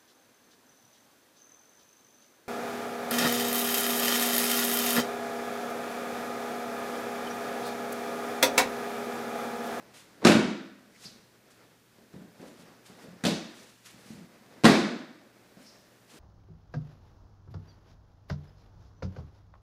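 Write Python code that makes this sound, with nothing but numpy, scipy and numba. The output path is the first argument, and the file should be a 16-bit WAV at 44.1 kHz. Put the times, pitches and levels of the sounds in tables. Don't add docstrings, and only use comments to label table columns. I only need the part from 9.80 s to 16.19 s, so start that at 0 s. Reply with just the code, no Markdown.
import sys
import numpy as np
from scipy import signal
from scipy.fft import rfft, irfft, next_fast_len
from scipy.io import wavfile
from numba import njit

SR = 44100
rng = np.random.default_rng(int(sys.argv[2]) if len(sys.argv) > 2 else 0)


def unload_audio(sound):
    columns = np.transpose(np.atleast_2d(sound))
    steps = np.round(np.clip(columns, -1, 1) * 32767)
    wavfile.write(sys.argv[1], SR, steps.astype(np.int16))


N = 281799
T = np.arange(N) / SR


def undb(db):
    return 10 ** (np.asarray(db) / 20)


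def unit(x):
    return x / np.sqrt(np.mean(x ** 2))


def at_hz(points, hz):
    point_hz, value = np.transpose(points)
    return np.interp(np.log(np.maximum(hz, 1)), np.log(point_hz), value)


def colour(x, points, tilt_db_per_oct=0):
    size = 2 * next_fast_len(len(x))
    hz = np.maximum(np.fft.rfftfreq(size, 1 / SR), 20)
    octaves = np.log2(np.maximum(hz / 1500, 1 / 8))
    gain = unit(undb(at_hz(points, hz) + tilt_db_per_oct * octaves))
    cepstrum = irfft(np.log(gain))
    cepstrum[1:size // 2] *= 2
    cepstrum[size // 2 + 1:] = 0
    response = np.exp(rfft(cepstrum))
    return irfft(rfft(x, size) * response)[:len(x)]


def add(out, start_s, x):
    i = max(int(start_s * SR), 0)
    out[i:i + len(x)] += x[:len(out) - i]


def walk(rate_hz):
    return np.interp(T * rate_hz, np.arange(N), rng.standard_normal(N))


def grains(size, spread_db):
    sign, strength = rng.standard_normal((2, size))
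    return unit(sign * undb(spread_db * strength))


def swell(peak_s, rise_s, fall_s):
    return np.exp(-np.maximum((peak_s - T) / rise_s, (T - peak_s) / fall_s))


def resonance(x, hz, width_hz):
    return signal.lfilter(*signal.iirpeak(hz, hz / width_hz, fs=SR), x)


def fade(x, time_s):
    keep = np.exp(-1 / (time_s * SR))
    return signal.lfilter([1 - keep], [1, -keep], x)


# pitch in Hz, relative level in dB, t60 in s.
FLOOR_MODES = [(54.4, -16.5, .15), (84, -8.5, 0.37), (108.2, -15, 0.06), (144, -21.5, 0.048),
               (176.4, -7, 0.4), (200.2, 7, 0.072), (227.9, -4.5, 0.25), (237.3, -3.5, 0.37),
               (266.5, -4.5, 0.15), (282, -10, 0.18), (321.4, 1, 0.3), (367, -13, 0.059), (439, -4, 0.074),
               (530, -5.5, 0.082), (690, -16.5, .08)]


def thud(pitch_hz, focus_db_per_oct, contact_s, detune=0.043):
    t = T[:SR // 3]
    hz, db, t60_s = np.transpose(FLOOR_MODES)[:, :, None]
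    db = db - focus_db_per_oct * np.abs(np.log2(hz / pitch_hz))
    hz = hz * (1 + detune * rng.standard_normal(hz.shape))
    decay = np.exp(-np.log(1000) * t / t60_s)
    ring = np.sum(undb(db) * np.cos(2 * np.pi * hz * t) * decay, axis=0)
    push = t * np.exp(-t / contact_s)
    return signal.fftconvolve(ring, push / push.sum())[:len(t)]


# frequency in Hz, relative level in dB.
SLAP_SPECTRUM = [(80, -26.5), (250, 12), (550, 3.5), (850, 0.5), (1150, -1.5), (1550, -1), (2400, -6),
                 (3000, -9.5), (3900, -5), (5500, -11), (8000, -15.5), (11000, -24), (15000, -38.5)]


def slap(fall_s, tilt_db_per_oct, spread_db=4):
    t = T[:SR // 4]
    burst = grains(len(t), spread_db) * np.exp(-t / fall_s)
    return colour(burst, SLAP_SPECTRUM, tilt_db_per_oct)


def pop(hz, width_hz, fall_s):
    t = T[:SR // 4]
    puff = rng.standard_normal(len(t)) * np.exp(-t / fall_s)
    knock = resonance(resonance(puff, hz, width_hz), hz, width_hz)
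    return knock / np.abs(knock).max()


# start in s, relative thud level in dB, relative slap level in dB,
# slap die-away in s, crack pitch in Hz.
BLOWS = [(0.442, -32, -26, 0.011, 1490), (0.449, -15, -2, 0.0039, 6500), (0.452, 4.5, -2.5, 0.012, 1400),
         (0.469, 2, 0, 0.023, 2600), (0.497, 1, -9.5, 0.019, 1500), (0.519, -10.5, -3, .008, 1490),
         (0.552, 3, -13, 0.013, 2600), (3.438, -16.5, -20.5, 0.01, 1700), (3.451, -14, -14.5, 0.009, 3050),
         (3.466, -14, -15, 0.0055, 5000), (3.489, -20, -32, .005, 5250), (4.837, -18.5, -14.5, .005, 2200),
         (4.844, 0.5, -2.5, 0.0084, 930), (4.853, -3.5, 3.5, 0.0073, 3800), (4.862, 1, 0, 0.019, 1950),
         (4.895, 1.5, -8, 0.041, 4040), (4.942, -10, -13, 0.023, 2140), (5.068, -19.5, -18.5, 0.015, 2200)]
# time in s, thud pitch in Hz, pop pitch in Hz,
# slap tilt at that time in dB per octave.
FALLS = [(0.449, 287.5, 519, 0.13), (3.438, 227.5, 584, 2.5), (4.844, 194.3, 603, 0)]
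DULLING_DB_PER_OCT_PER_S = 16.5
POP_DB = -13


def falls(crack_db=4, crack_q=5):
    thuds, slaps = np.zeros((2, N))
    for start_s, thud_db, slap_db, fall_s, crack_hz in BLOWS:
        landing_s, thud_hz, pop_hz, first_tilt = min(FALLS, key=lambda fall: abs(fall[0] - start_s))
        smack = slap(fall_s, first_tilt - DULLING_DB_PER_OCT_PER_S * (start_s - landing_s))
        crack = resonance(smack, crack_hz, crack_hz / crack_q)
        smack = smack + undb(crack_db) * crack
        thump = thud(thud_hz, focus_db_per_oct=7.5, contact_s=0.00047)
        air = pop(pop_hz, width_hz=235, fall_s=0.013)
        add(thuds, start_s, undb(thud_db - 11.5) * thump)
        add(slaps, start_s, undb(slap_db - 9.0) * smack)
        add(slaps, start_s, undb((thud_db + slap_db) / 2 + POP_DB) * air)
    return thuds, slaps


# start in s, relative thud level in dB, relative sole pat level in dB.
STEPS = [(0.418, -43, -30), (0.427, -29, -25.5), (1.255, -34.5, -55), (2.183, -44.5, -49),
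         (2.338, -31, -40), (2.361, -30, -41.5), (2.416, -40.5, -43), (2.597, -36, -40),
         (2.626, -36, -34.5), (2.66, -42, -64), (2.794, -39, -44), (3.098, -36, -60), (3.239, -39.5, -41.5),
         (3.282, -33.5, -51), (4.142, -37.5, -66), (4.259, -39, -60), (4.304, -25, -59), (4.375, -33, -58),
         (5.769, -39, -43.5), (6.341, -39.5, -42.5)]
STEP_HZ, HEEL_HZ, HEEL_SPAN_DB = 270, 178, 7.5


def footsteps():
    out = np.zeros(N)
    for start_s, thud_db, pat_db in STEPS:
        thud_hz = np.interp(thud_db - pat_db, [0, HEEL_SPAN_DB], [STEP_HZ, HEEL_HZ])
        add(out, start_s, undb(thud_db - 2.0) * thud(thud_hz, focus_db_per_oct=20.0, contact_s=0.0013))
        add(out, start_s, undb(pat_db - 6.0) * slap(fall_s=0.018, tilt_db_per_oct=-4.5))
        add(out, start_s, undb(pat_db - 8.5) * pop(hz=470, width_hz=480, fall_s=0.021))
    return out


# peak time in s, relative level in dB, swell in s, die-away in s,
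# centre in Hz, width in Hz.
SLIDES = [(1.164, -49.5, .008, .008, 2040, 600), (1.245, -47.5, 0.059, 0.026, 4940, 5880),
          (1.257, -37.5, 0.0028, 0.016, 4740, 1100), (5.869, -49.5, 0.021, 0.078, 5200, 1230)]


def slides():
    out = 0
    for peak_s, db, rise_s, fall_s, hz, width_hz in SLIDES:
        hiss = resonance(resonance(grains(N, spread_db=3), hz, width_hz), hz, width_hz)
        out = out + unit(hiss) * undb(db - 5) * swell(peak_s, rise_s, fall_s)
    return out * undb(2 * walk(120))


# time in s, relative rustle level in dB.
MOTION = [(0, -48.5), (.2, -55.5), (.38, -56), (1.5, -58.5), (1.78, -57), (2.0, -64.5), (2.25, -60),
          (3.7, -50.5), (3.95, -62.5), (4.5, -54), (5.3, -52), (5.6, -55.5), (6.25, -58.5)]
# frequency in Hz, relative level in dB.
COTTON_SPECTRUM = [(100, -1), (220, 6.5), (550, 5.5), (1000, -2), (1900, -2), (3000, -13), (5000, -10.5),
                   (9000, -23), (15000, -27)]
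# peak time in s, relative level in dB, swell in s, die-away in s.
FLICKS = [(0.143, -45, .004, 0.065), (1.24, -46, 0.021, 0.052), (1.707, -54, .003, 0.05),
          (2.333, -57, .005, 0.011), (2.610, -55, 0.0098, 0.026), (2.665, -51, 0.0067, 0.043),
          (2.803, -52.5, 0.02, 0.029), (3.066, -47.5, 0.011, 0.031), (3.230, -53.5, 0.048, 0.035),
          (3.783, -48.5, .042, 0.13), (4.062, -45, 0.013, 0.051), (4.304, -49.5, 0.063, 0.065),
          (5.815, -53, 0.018, .07), (6.302, -51, .014, 0.28)]
# frequency in Hz, relative level in dB.
FLICK_SPECTRUM = [(300, -12), (1500, 2.5), (4000, 2), (7000, -1), (10000, -3.5), (15000, -17)]
STRIDE_DB, STRIDE_SWELL_S, STRIDE_FADE_S = -68.5, 0.037, 0.025


def cloth():
    folds_db = 2.2 * walk(25)
    strides = undb(STRIDE_DB) * sum(swell(step[0], STRIDE_SWELL_S, STRIDE_FADE_S) for step in STEPS)
    motion = undb(np.interp(T, *np.transpose(MOTION)) - 4.5) + strides
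    rustle = colour(grains(N, spread_db=5.0), COTTON_SPECTRUM) * motion * undb(folds_db)
    envelope = sum(undb(db - 5.5) * swell(peak_s, rise_s, fall_s) for peak_s, db, rise_s, fall_s in FLICKS)
    flicks = colour(grains(N, spread_db=1.5), FLICK_SPECTRUM) * envelope * undb(2 * walk(90))
    return rustle + flicks


# frequency in Hz, t60 in s.
HALL_T60 = [(60, 0.33), (140, 0.24), (250, .75), (400, 0.52), (600, 0.56), (1000, 0.59), (1600, 0.72),
            (2400, 0.61), (3000, 0.61), (3900, 0.66), (5500, 0.59), (7500, 0.53), (11000, 0.29),
            (15000, 0.25)]


def hall(x, build_s=0.00046):
    out = 0
    edges_hz = np.geomspace(40, 16000, 27)
    for low_hz, high_hz in zip(edges_hz, edges_hz[1:]):
        band = signal.butter(2, [low_hz, high_hz], "bandpass", fs=SR, output="sos")
        t60_s = at_hz(HALL_T60, np.sqrt(low_hz * high_hz))
        power = signal.sosfilt(band, x + 1e-9 * T) ** 2
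        energy = fade(fade(power, build_s), t60_s / np.log(10 ** 6))
        noise = unit(signal.sosfilt(band, rng.standard_normal(N)))
        out = out + np.sqrt(energy) * noise
    return out


# pitch in Hz, width in Hz, relative level in dB.
HALL_PEAKS = [(215.4, 87, -8.5), (336, 31, -4), (457, 34, -7), (600.6, 13, -1.5), (640, 8.3, -3.5),
              (977, 14, -4), (1170, 10, -6), (1483, 55, -7.5), (2270, 33, -2), (2597, 100, -3),
              (3700, 180, -7.5)]


def favoured_pitches(echoes):
    return sum(undb(db) * resonance(echoes, hz, width_hz) for hz, width_hz, db in HALL_PEAKS)


# pitch in Hz, relative level in dB, t60 in s.
STANDING = [(162, -6, .8), (216, -0.5, 0.59), (277, 1.5, 0.57), (328, -1, 0.7), (463, -2, 0.57),
            (640, 5, 0.72), (693, 0, 0.51), (922, -3.5, 0.89), (1173, -3.5, 0.85), (1480, 6.5, 0.93),
            (2242, 2.5, 0.94), (2556, 5.5, .8), (3610, 5, .75)]


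def standing_waves(x):
    return sum(undb(db) * resonance(x, hz, np.log(1000) / (np.pi * t60_s)) for hz, db, t60_s in STANDING)


# frequency in Hz, relative level in dB.
QUIET_SPECTRUM = [(15, -51.5), (25, -17.5), (109, -8.5), (146, -6), (191, -2.5), (237, -2.5), (344, -16.5),
                  (383, -11), (529, -22), (673, -23), (1540, -14.5), (1910, -18), (2560, -17),
                  (15000, -25.5)]
AIR_DB, HUM_HZ, HUM_DB = -63, 118, -70.5


def room_tone():
    air = unit(colour(rng.standard_normal(N), QUIET_SPECTRUM)) * undb(AIR_DB + 0.4 * walk(2.4))
    hum = unit(np.sin(2 * np.pi * HUM_HZ * T)) * undb(HUM_DB + 1.5 * walk(9))
    return air + hum


def scene():
    thuds, slaps = falls()
    steps = footsteps()
    friction = cloth() + slides()
    echoes = hall(undb(-5.5) * thuds + undb(0.1) * slaps + undb(-2.5) * steps + undb(-5.5) * friction)
    echoes = echoes + favoured_pitches(echoes)
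    heard = thuds + slaps + steps + friction + echoes + standing_waves(thuds + slaps)
    thin = signal.sosfilt(signal.butter(2, 120, "highpass", fs=SR, output="sos"), heard)
    return (thin + room_tone())[None]


@njit
def follow(x, attack_s, release_s):
    out, level = np.empty(len(x)), 0.
    for i in range(len(x)):
        time_s = attack_s if abs(x[i]) > level else release_s
        level += (abs(x[i]) - level) / (SR * time_s)
        out[i] = level
    return out


TOP_HZ = 15400


def record(dry, threshold_db=-16, slope=0.56):
    level = follow(dry[0], attack_s=0.014, release_s=0.51)
    ducked = dry * np.minimum(1, undb(threshold_db) / (level + 1e-9)) ** slope
    rounded = 0.71 * np.tanh(ducked / 0.83)
    return signal.sosfilt(signal.ellip(10, .2, 80, TOP_HZ, fs=SR, output="sos"), rounded)


dry = scene()
out = record(dry)
unload_audio(out)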